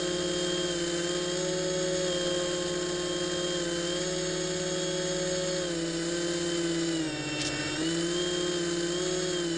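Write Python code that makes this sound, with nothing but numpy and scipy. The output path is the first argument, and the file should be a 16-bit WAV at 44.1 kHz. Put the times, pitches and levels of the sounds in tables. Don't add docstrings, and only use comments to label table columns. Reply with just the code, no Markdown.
import sys
import numpy as np
from scipy import signal
from scipy.fft import rfft, irfft, next_fast_len
from scipy.io import wavfile

SR = 44100
rng = np.random.default_rng(int(sys.argv[2]) if len(sys.argv) > 2 else 0)


def wav_record(signal):
    frames = np.transpose(np.atleast_2d(signal))
    bounded = np.clip(frames, -1, 1)
    quanta = np.round(bounded * 32767).astype(np.int16)
    wavfile.write(sys.argv[1], SR, quanta)


N = 422037
TIME = np.arange(N) / SR

FREE_HZ, LABOURING_HZ = 183.64, 151
PINION_TEETH, WHEEL_TEETH, BLADES, POLES = 9, 30, 3, 3
PROP_RATIO = PINION_TEETH / WHEEL_TEETH

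# start_s, glide_s, notches_below_full after the move
THROTTLE_MOVES = [(.68, .08, 2), (1.02, .12, 1), (1.32, .09, 0), (2.04, .09, 1), (3.56, .09, 2),
                  (3.84, .22, 0), (5.59, .18, 3), (6.03, .09, 2), (6.51, .23, 3), (6.91, .21, 6),
                  (7.75, .15, 3), (7.96, .25, 1), (8.54, .08, 2), (8.89, .14, 0), (9.29, .22, 3)]
FIRST_NOTCH, NOTCH_HZ = 1, 5.27
SAG_HZ_PER_S = .103
BRAKE_AT_S, BRAKE_WIDTH_S, BRAKE_HZ = 7.45, .1, 1.2

# pitch_hz, rms_level_db
BLADE_RESPONSE = [(138, -45), (150, -59), (155, -50.6), (160, -46.5), (165, -41)]
HUM_RESPONSE = [(303, -40.5), (318, -32), (334, -32.5), (356, -33.5), (366, -34)]
POLE_RESPONSE = [(455, -46.5), (501, -43), (534, -38.5), (549, -36)]
WHINE_RESPONSE = [(2720, -44), (2830, -51), (2950, -42), (3020, -48), (3100, -46.5), (3190, -39),
                  (3300, -49)]
# time_s, change_db
HUM_SWELL = [(0, -.5), (2.4, -0.9), (5.6, -3), (6.7, 1.8), (9.57, .7)]
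POLE_SWELL = [(0, -0.5), (1.2, -1.2), (2.35, 5), (2.9, -4), (3.8, 2), (4.35, -4), (5.4, 2.2), (7, -3),
              (9.57, -4.5)]
WHINE_SWELL = [(0, 0.5), (2.5, 2), (2.85, -6.5), (3.35, -0.5), (4.8, 4), (6.05, -6), (6.45, 0), (8.3, -0.5),
               (9.57, 2)]

# multiple_of_motor_speed (before rounding to tenths), free_db, labouring_db
LESSER_PARTIALS = [(0.3, -55, -58.5), (1, -53, -52.5), (1.5, -61, -78), (1.8, -51, -56), (1.9, -55, -52.5),
                   (2.1, -61, -53.5), (2.4, -52.5, -48), (2.7, -62.5, -54), (3.3, -62.5, -56.5),
                   (3.6, -53, -52.5), (3.9, -56, -53), (4, -73, -49.5), (4.8, -53.5, -69.5), (5, -66, -54),
                   (6, -56, -52.5), (6.99, -54, -66), (8.34, -64, -70), (8.66, -60, -76),
                   (8.997, -57.5, -61), (9.6, -59, -89.5), (9.99, -56, -59.5), (12, -56.5, -51.5),
                   (15, -61, -51.5), (17.39, -51.5, -77), (17.66, -55.5, -55), (19.5, -60, -73.5),
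                   (20.53, -53, -88.5), (20.96, -69.5, -46.5), (24.01, -58, -51), (27.03, -53, -63.5),
                   (29.5, -71, -67), (32.9, -62.5, -56.5), (35.92, -56, -51.5), (36.5, -60, -74.5),
                   (50.4, -78.5, -52.5), (53.9, -67.5, -44.5)]
# centre_hz, width_hz, lift_db
HULL_PEAKS = [(168.3, 27.6, 14), (326, 37, 11), (1075, 63, 8.5), (1537, 86, 10.5), (4390, 150, 10),
              (5496, 110, 12), (6600, 260, 15)]
# centre_hz, width_hz, dip_db (negative)
HULL_DIPS = [(985, 60, -6.5), (1134, 59, -15.5), (2114, 62, -16.5), (2600, 210, -7.5), (3360, 153, -14),
             (3864, 47, -10), (4210, 71, -15), (4560, 83, -7.5), (5560, 120, -8), (5920, 245, -21.5),
             (6480, 120, -9), (8030, 310, -21.5), (8610, 160, -15)]

# frequency_hz, density_db_per_hz
HISS_SPECTRUM = [(850, -93.5), (1230, -74), (1400, -77.5), (1560, -76), (1900, -74), (2450, -80),
                 (3050, -74), (3750, -73.5), (5400, -76), (6200, -78), (6800, -74.5), (7450, -71.5),
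                 (8100, -73), (9300, -87.5)]
# time_s, change_db
FRICTION_LEVEL = [(0, .5), (1.0, 1.5), (1.7, -1), (2.2, 1.5), (2.9, -0.6), (3.85, 1.3), (4.4, -0.45),
                  (6.4, 1.04), (9.57, 0.5)]
COAST_S, COAST_DB_PER_HZ = 0.13, 0.17
DRAG_AT_S, DRAG_WIDTH_S, DRAG_HISS_DB, DRAG_WASH_DB = 7.62, .17, 3, 4.5

# frequency_hz, density_db_per_hz
WASH_SPECTRUM = [(20, -78), (40, -81.5), (70, -80.5), (88, -70), (115, -80.5), (220, -73), (270, -79.5),
                 (330, -63), (410, -75.5), (560, -67.5), (740, -77.5), (980, -84.5)]
# time_s, change_db
CHURN_LEVEL = [(0, -1.2), (1.5, -2), (2.3, 0.5), (4.45, -3), (5.9, -2), (8.2, -1.5), (9.57, -4.5)]

# centre_s, bell_width_s, centre_hz, peak_level_db
HULL_SCUFFS = [(7.403, 0.007, 3600, -35.5), (7.417, .0015, 6000, -27), (7.422, 0.0082, 4370, -34.5),
               (7.452, 0.0036, 4500, -36.5), (7.471, 0.013, 5170, -34)]
# centre_s, bell_width_s, centre_hz, peak_level_db
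BUMPS_AND_GURGLE = [(7.434, 0.017, 90, -50), (7.49, .016, 80, -45.5), (7.82, 0.0089, 337, -38)]

CUTOFF_HZ = 9350


def from_db(db):
    return 10 ** (np.asarray(db) / 20)


def rms_one(x):
    return x / np.sqrt(np.mean(x ** 2) + 1e-20)


def in_time(rows):
    return np.interp(TIME, *np.transpose(rows))


def bell(centre_s, width_s):
    return np.exp(-((TIME - centre_s) / width_s) ** 2 / 2)


def at_hz(points, hz):
    freqs, level_db = np.transpose(points)
    return np.interp(np.log(hz), np.log(freqs), level_db)


def resonances_db(modes, hz):
    return sum(peak_db / (1 + (2 * (hz - centre) / width) ** 2) for centre, width, peak_db in modes)


def drift(rate_hz):
    step = 40
    settling = 2000
    pole = np.exp(-2 * np.pi * rate_hz * step / SR)
    noise = rng.standard_normal(N // step + settling + 2)
    slow = signal.lfilter([1], [1, -2 * pole, pole * pole], noise)[settling:]
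    return np.interp(np.arange(N) / step, np.arange(len(slow)), rms_one(slow))


def coloured(x, colour_db):
    size = next_fast_len(N)
    hz = np.maximum(np.arange(size // 2 + 1) * SR / size, 1)
    shaped = rfft(x, size) * from_db(colour_db(hz))
    return irfft(shaped, size)[:N] * np.sqrt(SR / 2)


def band(x, low_hz, high_hz):
    edges = [low_hz, min(high_hz, SR / 2 - 1)]
    return signal.sosfilt(signal.butter(2, edges, "band", fs=SR, output="sos"), x)


def bursts(source, rows, spread):
    out = np.zeros(N)
    for centre_s, width_s, hz, level_db in rows:
        noise = rms_one(band(source, hz / spread, hz * spread))
        out += from_db(level_db) * bell(centre_s, width_s) * noise
    return out


def tone(angle, multiple, level_db):
    return np.sqrt(2) * from_db(level_db) * np.sin(multiple * angle + rng.uniform(0, 2 * np.pi))


def motor_speed():
    start_s, glide_s, notches = np.transpose(THROTTLE_MOVES)
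    steps = np.diff(notches, prepend=FIRST_NOTCH)
    notch = np.full(N, float(FIRST_NOTCH))
    for start, glide, step in zip(start_s, glide_s, steps):
        notch += step * np.clip((TIME - start) / glide, 0, 1)
    braking = BRAKE_HZ * bell(BRAKE_AT_S, BRAKE_WIDTH_S)
    return FREE_HZ - NOTCH_HZ * notch - SAG_HZ_PER_S * TIME - braking


def shaft_angle(speed, load, wobble_hz, labouring_wobble_hz):
    wobble = (wobble_hz + labouring_wobble_hz * load) * drift(12.96)
    return 2 * np.pi * np.cumsum(speed + wobble) / SR


def leading_tones(angle, speed, hum_waver_db):
    passing = BLADES * PROP_RATIO
    blade_db = at_hz(BLADE_RESPONSE, passing * speed)
    hum_db = at_hz(HUM_RESPONSE, 2 * speed) + in_time(HUM_SWELL)
    pole_db = at_hz(POLE_RESPONSE, POLES * speed) + in_time(POLE_SWELL)
    blades = tone(angle, passing, blade_db + hum_waver_db * drift(23))
    hum = tone(angle, 2, hum_db + hum_waver_db * drift(9.6))
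    poles = tone(angle, POLES, pole_db + hum_waver_db * drift(26))
    return blades + hum + poles


def lesser_tones(angle, speed, load, rub_db, waver_db, flutter_db, gain_db):
    out = np.zeros(N)
    coarse = slice(None, None, 100)
    for multiple, free_db, labouring_db in LESSER_PARTIALS:
        multiple = np.round(multiple * 10) / 10
        drive_db = free_db + load * (labouring_db - free_db)
        coarse_hull_db = resonances_db(HULL_PEAKS + HULL_DIPS, multiple * speed[coarse])
        hull_db = np.interp(TIME, TIME[coarse], coarse_hull_db)
        if multiple < PINION_TEETH:
            unsteady_db = waver_db * drift(1.9)
        else:
            unsteady_db = rub_db + flutter_db * drift(20)
        out += tone(angle, multiple, gain_db + drive_db + hull_db + unsteady_db)
    return out


def gear_whine(angle, speed, waver_db, wander_db, runout, skirt_db, rattle_hz):
    mesh = 2 * PINION_TEETH
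    level_db = at_hz(WHINE_RESPONSE, mesh * speed) + in_time(WHINE_SWELL)
    level_db += waver_db * drift(21) + wander_db * drift(2.1)
    line = tone(angle, mesh, level_db) * (1 + runout * np.cos(PROP_RATIO * angle))
    skirt = drift(rattle_hz) * np.sin(mesh * angle) + drift(rattle_hz) * np.cos(mesh * angle)
    return line + from_db(skirt_db) * skirt


def friction_db(speed):
    memory = np.exp(-1 / (COAST_S * SR))
    recent = speed[0] + signal.lfilter([1 - memory], [1, -memory], speed - speed[0])
    coasting_db = COAST_DB_PER_HZ * np.maximum(recent - speed, 0)
    return in_time(FRICTION_LEVEL) + DRAG_HISS_DB * bell(DRAG_AT_S, DRAG_WIDTH_S) - coasting_db


def gear_hiss(angle, load, pole_depth, prop_depth, turn_depth, grain_db, peak_share, dulling_db, dull_hz):
    pulsing = 1 + pole_depth * np.cos(POLES * angle)
    pulsing *= 1 + prop_depth * np.cos(PROP_RATIO * angle)
    pulsing *= 1 + turn_depth * np.cos(angle)
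    friction = rms_one(rng.standard_normal(N) * pulsing * from_db(grain_db * drift(110)))

    def free_db(hz):
        hull_db = peak_share * resonances_db(HULL_PEAKS, hz) + resonances_db(HULL_DIPS, hz)
        return at_hz(HISS_SPECTRUM, hz) + hull_db

    def slowed_db(hz):
        return free_db(hz) + dulling_db * hz ** 2 / (hz ** 2 + dull_hz ** 2)

    free = coloured(friction, free_db)
    slowed = coloured(friction, slowed_db)
    return free + load ** 2 * (slowed - free)


def wash():
    def colour_db(hz):
        return at_hz(WASH_SPECTRUM, hz) - 20 * np.log10(1 + (hz / 1500) ** 4)

    noise = coloured(rng.standard_normal(N), colour_db)
    return noise * from_db(in_time(CHURN_LEVEL) + DRAG_WASH_DB * bell(DRAG_AT_S, DRAG_WIDTH_S))


def scuffing(grains_per_s):
    grit = rng.standard_normal(N) * (rng.random(N) < grains_per_s / SR)
    scuffs = bursts(grit, HULL_SCUFFS, spread=1.53)
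    bumps_and_gurgle = bursts(rng.standard_normal(N), BUMPS_AND_GURGLE, spread=1.36)
    return scuffs + bumps_and_gurgle


def scene():
    speed = motor_speed()
    load = np.clip((FREE_HZ - speed) / (FREE_HZ - LABOURING_HZ), 0, 1)
    rub_db = friction_db(speed)
    angle = shaft_angle(speed, load, wobble_hz=0.0804, labouring_wobble_hz=.25)
    tones = leading_tones(angle, speed, hum_waver_db=0.26)
    tones += lesser_tones(angle, speed, load, rub_db, waver_db=1.17, flutter_db=2.5, gain_db=-0.77)
    whine = gear_whine(angle, speed, waver_db=0.75, wander_db=1.8, runout=0.11, skirt_db=-57.5, rattle_hz=70.6)
    hiss = gear_hiss(angle, load, pole_depth=0.19, prop_depth=0.082, turn_depth=0.073, grain_db=1.0,
                     peak_share=0.33, dulling_db=-9.0, dull_hz=5000)
    mix = tones + whine + hiss * from_db(rub_db) + wash() + scuffing(grains_per_s=7000)
    return mix[None]


def record(dry):
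    return signal.sosfilt(signal.ellip(12, .1, 90, CUTOFF_HZ, fs=SR, output="sos"), dry)


dry = scene()
out = record(dry)
wav_record(out)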